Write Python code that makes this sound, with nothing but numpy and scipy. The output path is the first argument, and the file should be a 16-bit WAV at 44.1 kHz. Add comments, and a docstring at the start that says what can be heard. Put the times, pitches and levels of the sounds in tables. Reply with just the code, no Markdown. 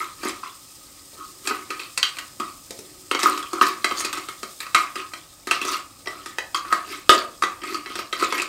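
"""A steel spoon knocks and scrapes in an open, hand-held fish tin above a pot in a small tiled kitchen.
From the start, over faint sizzle and room hum, impact and friction excite the tin's damped modes: flat
base, hollow box tone near 1.2 kHz and walls; the tiles reverberate. Bits of fish plop into the sauce
at 1.1 s and twice near 2.75 s. From 3 s the knocks crowd together, with a hard one at 4.7 s; the sizzle
then sinks a little. The hardest knock falls at 7.1 s, and the scraping goes on to the end."""
import sys
import numpy as np
from scipy import signal
from scipy.fft import rfft, irfft
from scipy.io import wavfile

SR = 44100
rng = np.random.default_rng(int(sys.argv[2]) if len(sys.argv) > 2 else 0)


def unload_audio(sound):
    """Save the sound as a 16-bit wav file, at the path given as the first command line argument."""
    columns = np.transpose(np.atleast_2d(sound))
    # keep every value between -1 and 1, then stretch to whole-number steps
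    steps = np.round(np.clip(columns, -1, 1) * 32767)
    wavfile.write(sys.argv[1], SR, steps.astype(np.int16))


N = 373968

# Spoon impacts; the tin's levels here and below are relative, each part adding its own offset:
# (time [s], tick [dB], box [dB], base [dB], wall [dB], low clink [Hz], high clink [Hz], slide rasp [dB])
KNOCKS = [(0.2316, -19, -29.5, -28.5, -44, 2620, 8630, -28),
          (0.2535, -31, -35, -28, -37, 2450, 8700, -44.5),
          (0.4313, -45, -30, -44.5, -44, 2120, 4760, -33.5),
          (1.473, -7.5, -23.5, -33.5, -21, 2500, 4580, -25),
          (1.5072, -47, -14.5, -30, -27, 1500, 3970, -23.5),
          (1.704, -17.5, -24, -38, -26.5, 2610, 4230, -29.5),
          (1.7948, -36, -40, -41.5, -28.5, 2540, 4000, -29),
          (1.9754, -4.5, -28, -46, -18.5, 2630, 3880, -45), (2.029, -9, -16, -54, -10.5, 3100, 4660, -24),
          (2.1687, -24, -34.5, -44, -32.5, 2400, 4300, -49),
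          (2.1854, -15, -32.5, -45, -24.5, 1810, 4470, -32),
          (2.3986, -15.5, -18.5, -32, -32, 2440, 4700, -31),
          (3.1119, -11, -20, -23.5, -19, 2124, 3620, -24),
          (3.1479, -26, -20.5, -26.5, -19, 2100, 4500, -33.5),
          (3.1914, -14.5, -27, -46, -27, 3130, 4600, -19.5),
          (3.2313, -5, -25, -18.5, -17, 2060, 5000, -17.5), (3.2575, -23, -7, -27, -26, 1590, 3750, -22),
          (3.376, -18, -24, -39, -30.5, 1560, 3930, -34), (3.4267, -22, -24.5, -48, -32, 3180, 4020, -33.5),
          (3.5309, -15, -17, -24, -38, 1500, 7700, -31.5), (3.6118, -12, -5.5, -21, -12, 1500, 4210, -14),
          (3.6658, -10.5, -38, -58, -24, 3200, 4180, -41),
          (3.8437, -7.5, -13, -26.5, -12, 2080, 4080, -26.5),
          (3.9102, -21, -14, -27, -22, 2260, 3960, -35.5),
          (4.0038, -10.5, -29, -43, -29, 2110, 4300, -27.5), (4.0473, -8, -19, -34, -25, 2470, 4100, -24),
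          (4.1285, -13, -33, -38, -26, 2570, 4050, -21), (4.172, -20, -29, -34, -34, 3260, 5000, -32.5),
          (4.286, -19, -28.5, -43, -29.5, 2130, 3570, -35.5),
          (4.4307, -17, -22.5, -38.5, -27, 2270, 4800, -44.5),
          (4.6034, -15.5, -30.5, -71, -31, 2490, 3970, -28.5),
          (4.665, -29, -22.5, -53, -37, 2700, 3990, -48), (4.7464, -3, -1, -29, -7, 2085, 3860, -16),
          (4.9554, -18.5, -22.5, -33.5, -27, 2750, 4940, -25.5),
          (5.1351, -24, -32.5, -43.5, -27, 2330, 4100, -36),
          (5.471, -15.5, -28, -30.5, -26.5, 2060, 4060, -28),
          (5.5106, -6.5, -9.5, -28.5, -12, 2690, 3960, -19.5),
          (5.6145, -17.5, -18, -36, -24.5, 2650, 4440, -22.5),
          (5.6495, -16, -39, -33, -28, 1550, 9160, -31), (5.681, -12.5, -19.5, -42, -34, 2110, 3450, -36),
          (6.0579, -34, -28, -42, -36, 2290, 4440, -47), (6.0721, -39, -23.5, -34, -27.5, 1986, 3847, -33),
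          (6.259, -20, -35.5, -40.5, -30, 1670, 3550, -31), (6.3844, -21.5, -33, -37, -18, 1910, 3924, -42),
          (6.545, -12, -12, -38, -20, 3350, 4570, -26), (6.648, -46, -30, -40, -42, 2790, 3590, -30.5),
          (6.7253, -11, -10, -28, -17.5, 1594, 4450, -23.5), (6.924, -32, -37, -54, -28, 2120, 4420, -27),
          (7.0934, -1.5, -1.5, -14.5, -4.5, 2943, 3590, -10.5),
          (7.4223, -13, -6.5, -32.5, -22.5, 1936, 3750, -32),
          (7.435, -17, -13.5, -28, -15, 1883, 3830, -28), (7.617, -34.5, -49, -43, -35, 2010, 4650, -44),
          (7.634, -23, -28, -36, -29, 1820, 4570, -32), (7.7445, -20, -18, -48, -24, 1750, 4770, -36),
          (7.86, -31, -32, -37.5, -27, 2094, 4070, -39), (7.8993, -44, -29, -39.5, -46, 2240, 3500, -43),
          (7.955, -16.5, -31, -34, -25.5, 3540, 3650, -31),
          (7.9889, -19, -22.5, -35, -32, 1870, 3900, -44.5),
          (8.1269, -16, -22.5, -34.5, -18, 2053, 3970, -28),
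          (8.2242, -13, -16.5, -23.5, -25.5, 2330, 4160, -30),
          (8.3232, -15, -17.5, -33, -19, 2143, 4510, -25), (8.379, -15, -27, -36, -22, 2410, 4470, -46),
          (8.4185, -11.5, -17, -50, -27, 2420, 3970, -33.5)]
# Strokes along the ribs, plus quiet long slides of food in the tin at 1.3 s and 2.72 s: # (time of full
# pressure [s], swell [s], hold [s], box [dB], base [dB], rasp [dB], rasp centre [Hz])
STROKES = [(0.0, .01, 0.031, -15.5, -30.5, -28.5, 2830), (0.277, 0.12, 0.0042, -17.5, -27.5, -21, 2680),
           (1.186, 0.059, .04, -27.5, -40, -43, 3920), (1.3, .1, 0.3, -65, -48, -61, 5000),
           (1.459, 0.034, 0.036, -23.5, -29, -28, 2900), (1.702, 0.048, .01, -29, -39, -35, 3000),
           (2.4, .015, 0.019, -22, -33, -37, 2500), (2.72, .05, 0.33, -73, -47.5, -53, 5070),
           (3.251, .05, 0.11, -29, -29, -27, 3000), (3.533, 0.033, 0.051, -18.5, -33, -34.5, 4000),
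           (3.678, 0.1, 0.018, -23, -30.5, -27, 3050), (3.991, 0.17, 0.024, -19.5, -32, -26, 4950),
           (4.762, .01, 0.009, -8, -45, -27, 2300), (4.987, .03, 0.018, -38, -34.5, -35.5, 2700),
           (5.66, .03, 0.028, -36, -30, -39, 3000), (5.725, 0.13, 0.0056, -12, -31, -19.5, 3320),
           (6.125, 0.087, 0.088, -32, -45.5, -42, 3450), (6.711, 0.033, .01, -13.5, -45, -30, 2480),
           (6.93, 0.26, 0.0081, -36, -32.5, -28.5, 3140), (7.11, .015, 0.065, -23, -26.5, -27, 2950),
           (7.705, 0.17, 0.03, -23.5, -26, -28, 2450), (7.995, 0.38, 0.0073, -26.5, -40, -31.5, 3620),
           (8.224, 0.11, 0.016, -13, -26.5, -20.5, 2500), (8.384, 0.23, 0.012, -20, -26.5, -23, 2550)]
# Steady rubbing of the spoon lying in the tin: (box [dB], base [dB], rasp [dB], rasp centre [Hz])
RESTING_RUB = (-48, -57, -49.5, 5003)
# Normal modes of base, box tone and walls: (frequency [Hz], width before damping factor [Hz], gain [dB])
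BASE_MODES = [(250, 65, -5), (309, 34.4, -1), (360.5, 66, 3), (380, 43, -11), (575, 59, -7), (736, 46, -4),
              (936.5, 24, -11.5)]
BOX_MODES = [(1120, 39, -10), (1152, 31, -2), (1196.4, 24, -4), (1251, 49, -1), (1252.4, 83, 2),
             (1338, 40, -10), (1380, 28, -16.5)]
WALL_MODES = [(1500, 13.7, -3.5), (1592, 48, 3), (1771, 72, -10.5), (1927, 170, 5), (1976, 20.4, 0.5),
              (2164, 21.3, -2), (2450, 39, 2), (2568, 15, -6), (2677, 39, 2.5), (3095, 180, 4),
              (3024, 85, 4), (3266, 23, 0.5), (3954, 13, -1.5), (4470, 140, 4.5), (4760, 44, -16),
              (5590, 110, 4.5)]
# Spectra of steel-on-steel ticks and friction grains: (frequency [Hz], relative density [dB])
TICK_SPECTRUM = [(290, -49), (500, -18.5), (1680, -7.5), (3550, -18), (4410, -5), (5800, -15), (8090, -7.5),
                 (9080, -13.5), (15700, -29.5)]
RASP_SPECTRUM = [(880, -32), (1500, -7), (2670, -8), (2920, -13.5), (4890, -8.5), (5560, -14.5),
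                 (8620, -10), (10100, -22), (15500, -19)]
# Fish landing in the sauce: (time [s], plop [dB], starting pitch [Hz], splash [dB])
PLOPS = [(1.132, -40.5, 560, -52), (2.707, -28.5, 456, -22), (2.79, -32.5, 397, -26.5)]
# Reverberation of the tiled room: (frequency [Hz], time to fall 60 dB [s])
REVERB_TIMES = [(100, 0.84), (260, 0.23), (700, 0.47), (1840, 0.26), (4850, 0.26), (12800, 0.082)]
# Course of the sizzle: (time [s], level [dB])
SIZZLE_LEVELS = [(0, -47.5), (3, -46.5), (4.5, -45.5), (5.3, -50.5), (8.48, -51)]
# Spectra of the sauce's sizzle and the room's hum: (frequency [Hz], relative density [dB])
SIZZLE_SPECTRUM = [(1200, -38.5), (1700, -17), (3000, -8), (4600, -5), (4950, -2), (5100, 5), (5300, -4.5),
                   (6000, -3.5), (7700, -1), (8900, 1.5), (9700, -9.5), (11000, -8), (14000, -8),
                   (15700, -10)]
HUM_SPECTRUM = [(15, -28), (30, -9), (46, -3.5), (69, -7), (102, -2), (136, -7), (221, -8.5), (257, -12),
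                (278, -1.5), (417, -23.5), (525, -7.5), (662, -15.5), (866, -13.5), (2500, -70),
                (3250, -76), (5500, -120)]

TIN_LOWEST_HZ = 235   # a tin this small radiates no bass
HOLLOW_HZ = (1054, 1454)   # band that the air in the open tin passes on
FLEX_HZ = (251, 434)   # rubbing flexes the base slowly, driving mainly its lowest modes
SKID_S, SOFT_SKID_SHARE = 0.0015, 0.23   # skid decay for a -8.5 dB tick; dB longer per dB softer
SLIDE_BOX_DB, SLIDE_BASE_DB = 5.5, -7   # relative to the slide's rasp
SLIDE_LEAN = 0.34   # share of the knock's balance that its slide inherits
SLIDE_ATTACK_S, SLIDE_FADE_DB_PER_S = 0.0056, 184
SWELL_DB, STROKE_FADE_DB_PER_S = 30.5, 264.5
ROOM_DB, FIRST_ECHO_S, HUM_DB = -6, 0.00066, -56


def tin():
    """Superposition: base, box and walls respond to impact and friction together, with rasp and clinks."""
    knock_box_db, knock_base_db, knock_wall_db = np.transpose(KNOCKS)[2:5]
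    rub_box_db, rub_base_db, rasp_db, centre_hz = friction()
    rub, bursts = grains(500, spread_db=2.0), impacts()
    push = grains(4000, spread_db=0.5)
    flex = butterworth(push, FLEX_HZ) + 0.24 * push
    base = tin_modes(BASE_MODES, knock_base_db - 0.5, bursts, from_db(rub_base_db - 36.5) * flex,
                     damping=0.95, spot_db=2.0)
    box = tin_modes(BOX_MODES, knock_box_db - 3.5, bursts, from_db(rub_box_db - 40.5) * rub,
                    damping=1.1, spot_db=3.0)
    box = butterworth(box, HOLLOW_HZ)   # the tone swells in a few ms
    walls = tin_modes(WALL_MODES, knock_wall_db - 1.5, bursts, from_db(rasp_db - 52.0) * rub,
                      damping=1.7, spot_db=2.0, focus_db=11.5)
    whole = base + box + walls + rasp(rasp_db, centre_hz) + clinks_and_ticks(bursts)
    return butterworth(whole, TIN_LOWEST_HZ, "high", order=6)


def tin_modes(modes, knock_db, bursts, rubbing, damping, spot_db, focus_db=0):
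    """Modal synthesis: each mode is a driven resonator, and each struck spot favours different modes."""
    onset_s, clink_hz = np.transpose(KNOCKS)[[0, 5]]
    samples = (onset_s[:, None] * SR).astype(int) + np.arange(bursts.shape[1])
    spots, out = rng.normal(0, 1, (len(KNOCKS), len(modes))), np.zeros(N)
    for k, (hz, width_hz, db) in enumerate(modes):
        off_pitch = 1 - np.exp(-(np.log2(hz / clink_hz) / 0.064) ** 2)
        polarity = np.sign(spots[:, k - 1])
        strength = from_db(knock_db + spot_db * spots[:, k] - focus_db * off_pitch)
        strength = polarity * strength / drive_at(bursts, hz)
        knocking = np.bincount(samples.ravel(), (strength[:, None] * bursts).ravel(), N)
        out += from_db(db) * ring(rubbing + knocking, hz, damping * width_hz)   # hand and food damp it
    return out


def impacts():
    """Contact force: each knock skids in a unit-energy burst of micro-contacts, longer when softer."""
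    t = np.arange(1024) / SR
    tick_db = np.array(KNOCKS)[:, 1:2]
    skid_s = SKID_S * from_db(-SOFT_SKID_SHARE * (tick_db + 8.5))
    bursts = rng.standard_normal((len(KNOCKS), len(t))) ** 3 * np.exp(-t / skid_s)
    return bursts / np.sqrt(np.sum(bursts ** 2, axis=1, keepdims=True))


def drive_at(bursts, hz):
    """Fourier magnitude: how strongly each burst drives one frequency, floored for safe division."""
    phasor = np.exp(-2j * np.pi * hz * np.arange(bursts.shape[1]) / SR)
    return np.maximum(np.abs(bursts @ phasor), 0.25)


def clinks_and_ticks(bursts):
    """Impact transients: two short partials of the struck spot and a few ms of bright rattle."""
    length = 2048
    t = np.arange(length) / SR
    clinks, ticks = np.zeros((2, N + length))
    rattles = rng.standard_normal((len(KNOCKS), length))
    for (s, tick_db, _, _, wall_db, low_hz, high_hz, _), burst, rattle in zip(KNOCKS, bursts, rattles):
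        span = slice(int(s * SR), int(s * SR) + length)
        high = np.convolve(damped_sine(high_hz, t, decay_s=0.0027), burst)[:length]
        clinks[span] += from_db(wall_db - 4.0) * high / drive_at(burst[None], high_hz)
        clinks[span] += from_db(wall_db - 9.5) * damped_sine(low_hz, t, decay_s=0.0079)
        delivered_energy = np.cumsum(np.pad(burst, (0, length - len(burst))) ** 2)
        ticks[span] += from_db(tick_db - 10.5) * rattle * np.exp(-t / 0.0062) * delivered_energy
    return clinks[:N] + colour(ticks[:N], TICK_SPECTRUM)


def friction():
    """Incoherent rubbing adds in power; gives box, base and rasp levels [dB] and rasp centre [Hz]."""
    onset_s, _, box_db, base_db, wall_db, low_hz, _, slide_db = np.transpose(KNOCKS)
    slides = np.transpose([slide_db + SLIDE_BOX_DB + SLIDE_LEAN * (box_db - wall_db),
                           slide_db + SLIDE_BASE_DB + SLIDE_LEAN * (base_db - wall_db), slide_db, low_hz])
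    t = np.arange(N // 32 + 2) * 32 / SR
    age_s = t - onset_s[:, None]
    slide_shape = np.clip(age_s / SLIDE_ATTACK_S, 0, 1) * from_db(-SLIDE_FADE_DB_PER_S * np.abs(age_s))
    top_s, swell_s, hold_s = np.transpose(STROKES)[:3, :, None]
    rise_db = -SWELL_DB * np.maximum(top_s - t, 0) / (swell_s + 1e-3)
    fade_db = -STROKE_FADE_DB_PER_S * np.maximum(t - top_s - hold_s, 0)
    rubs = np.vstack([slides, np.array(STROKES)[:, 3:], RESTING_RUB])
    activity = np.vstack([slide_shape, from_db(rise_db + fade_db), np.ones_like(t)]).T ** 2
    peak_power = from_db(rubs[:, :3]) ** 2
    power = (activity @ peak_power).T
    centre_hz = activity @ (peak_power[:, 2] * rubs[:, 3]) / power[2]   # mean weighted by rasp power
    return in_time(np.transpose([t, *(10 * np.log10(power)), centre_hz]))


def rasp(rasp_db, centre_hz):
    """Friction noise: each gritty catch rings a few cycles, strongest near the scraped spot's pitch."""
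    grit = grains(4500, spread_db=3.8)
    grain_band, out = rng.integers(0, 24, N), 0
    for band, hz in enumerate(np.geomspace(1600, 14000, 24)):
        nearness_db = 6.8 * np.exp(-(np.log2(hz / centre_hz) / 0.74) ** 2)
        gain = from_db(at_hz(RASP_SPECTRUM, hz) + nearness_db + 5.0 * drift(16))
        force = gain * grit * (grain_band == band)
        out += ring(force, hz, width_hz=0.07 * hz) * hz / 1000   # equal level per Hz
    return from_db(rasp_db - 7.5) * unit_rms(out)


def plops():
    """Bubble resonance: an air pocket rings with rising pitch, amid dull slosh and a short splash."""
    out, t = np.zeros(N), np.arange(8192) / SR
    noises = rng.standard_normal((len(PLOPS), 2, len(t)))
    for (s, plop_db, hz, splash_db), (low, high) in zip(PLOPS, noises):
        pocket = damped_sine(hz * (1 + 12.0 * t), t, decay_s=0.0043)
        slosh = 1.55 * butterworth(low * np.exp(-t / 0.023), (250, 750))
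        splash = butterworth(high * np.exp(-t / 0.0037), (2000, 9500))
        start = int(s * SR)
        out[start:start + len(t)] += from_db(plop_db) * (pocket + slosh) + from_db(splash_db) * splash
    return out


def kitchen(x):
    """Diffuse reverberation: dense echoes from the tiles, each octave decaying at its own rate."""
    t, tail = np.arange(SR // 2) / SR, 0
    for low_hz in 60 * 2 ** np.arange(8):
        decay = from_db(-60 * t / at_hz(REVERB_TIMES, low_hz * np.sqrt(2)))
        tail += butterworth(rng.standard_normal(len(t)), (low_hz, 2 * low_hz)) * decay
    tail *= np.clip(t / FIRST_ECHO_S - 1, 0, 1)
    return signal.oaconvolve(x, tail / np.sqrt(np.sum(tail ** 2)))[:N]


def sizzle():
    """Shot noise: the sauce's fine, dense clicks merge with an even hiss."""
    fizz = rng.standard_normal(N) + 0.77 * grains(3200, spread_db=-12.0)
    level_db = in_time(SIZZLE_LEVELS)[0] + 0.4 * drift(6)
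    return from_db(level_db) * unit_rms(colour(fizz, SIZZLE_SPECTRUM))


def hum():
    """Amplitude-modulated noise: the low, slowly wavering background of the room."""
    return from_db(HUM_DB + 0.93 * drift(1)) * unit_rms(colour(rng.standard_normal(N), HUM_SPECTRUM))


def ring(force, hz, width_hz):
    """Damped resonator: a unit impulse starts a decaying sine of height about 1."""
    radius, angle = np.exp(-np.pi * width_hz / SR), 2 * np.pi * hz / SR
    return signal.lfilter([0, np.sin(angle)], [1, -2 * radius * np.cos(angle), radius ** 2], force + 1e-18)


def damped_sine(hz, t, decay_s):
    """Free vibration with exponential decay."""
    return np.sin(2 * np.pi * hz * t) * np.exp(-t / decay_s)


def grains(per_s, spread_db):
    """Poisson process with a drifting rate: clumps of uneven clicks, rms 1."""
    sizes = from_db(spread_db * np.minimum(rng.exponential(1, N), 4)) * rng.choice([-1, 1], N)
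    occurs = rng.random(N) < per_s * from_db(4.0 * drift(35)) / SR
    return unit_rms(sizes * occurs)


def drift(rate_hz):
    """Low-pass noise: a slow random fluctuation, rms 1."""
    hop, settle = 40, 2000
    pole = np.exp(-2 * np.pi * rate_hz * hop / SR)
    noise = rng.standard_normal(N // hop + settle + 2)
    slow = signal.lfilter([1], [1, -2 * pole, pole ** 2], noise)[settle:]
    return np.interp(np.arange(N) / hop, np.arange(len(slow)), unit_rms(slow))


def colour(x, spectrum):
    """Minimum-phase filter with the given spectrum and unit power gain."""
    log_gain = np.log(from_db(at_hz(spectrum, np.fft.rfftfreq(4096, 1 / SR))))
    cepstrum = irfft(log_gain)
    cepstrum[1:2048] *= 2   # folding onto positive time makes the filter causal
    cepstrum[2049:] = 0
    taps = irfft(np.exp(rfft(cepstrum)))
    return signal.oaconvolve(x, taps / np.sqrt(np.sum(taps ** 2)))[:len(x)]


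def butterworth(x, hz, kind="band", order=2):
    """Filter with a maximally flat passband."""
    return signal.sosfilt(signal.butter(order, hz, kind, fs=SR, output="sos"), x)


def in_time(rows):
    """Linear interpolation of a table's columns over time, one value per sample."""
    times, *columns = np.transpose(rows)
    return [np.interp(np.arange(N) / SR, times, column) for column in columns]


def at_hz(points, hz):
    """Interpolation of a table on a log-frequency axis."""
    frequencies, values = np.transpose(points)
    return np.interp(np.log(np.maximum(hz, 1)), np.log(frequencies), values)


def from_db(db):
    """Decibels to amplitude ratio."""
    return 10 ** (np.asarray(db) / 20)


def unit_rms(x):
    """Normalisation to unit power."""
    return x / np.sqrt(np.mean(x ** 2) + 1e-20)


def scene():
    """Direct and reverberant sound of tin and plops add to the sizzle and hum."""
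    direct = tin() + plops()
    return (direct + from_db(ROOM_DB) * kitchen(direct) + sizzle() + hum())[None]


def record(dry):
    """Soft saturation rounds the highest peaks; a steep low-pass stops the treble above 16.1 kHz."""
    rounded = 1.05 * np.tanh(dry / 1.05)
    return signal.sosfilt(signal.cheby2(24, 70, 16100, fs=SR, output="sos"), rounded)


dry = scene()
out = record(dry)
unload_audio(out)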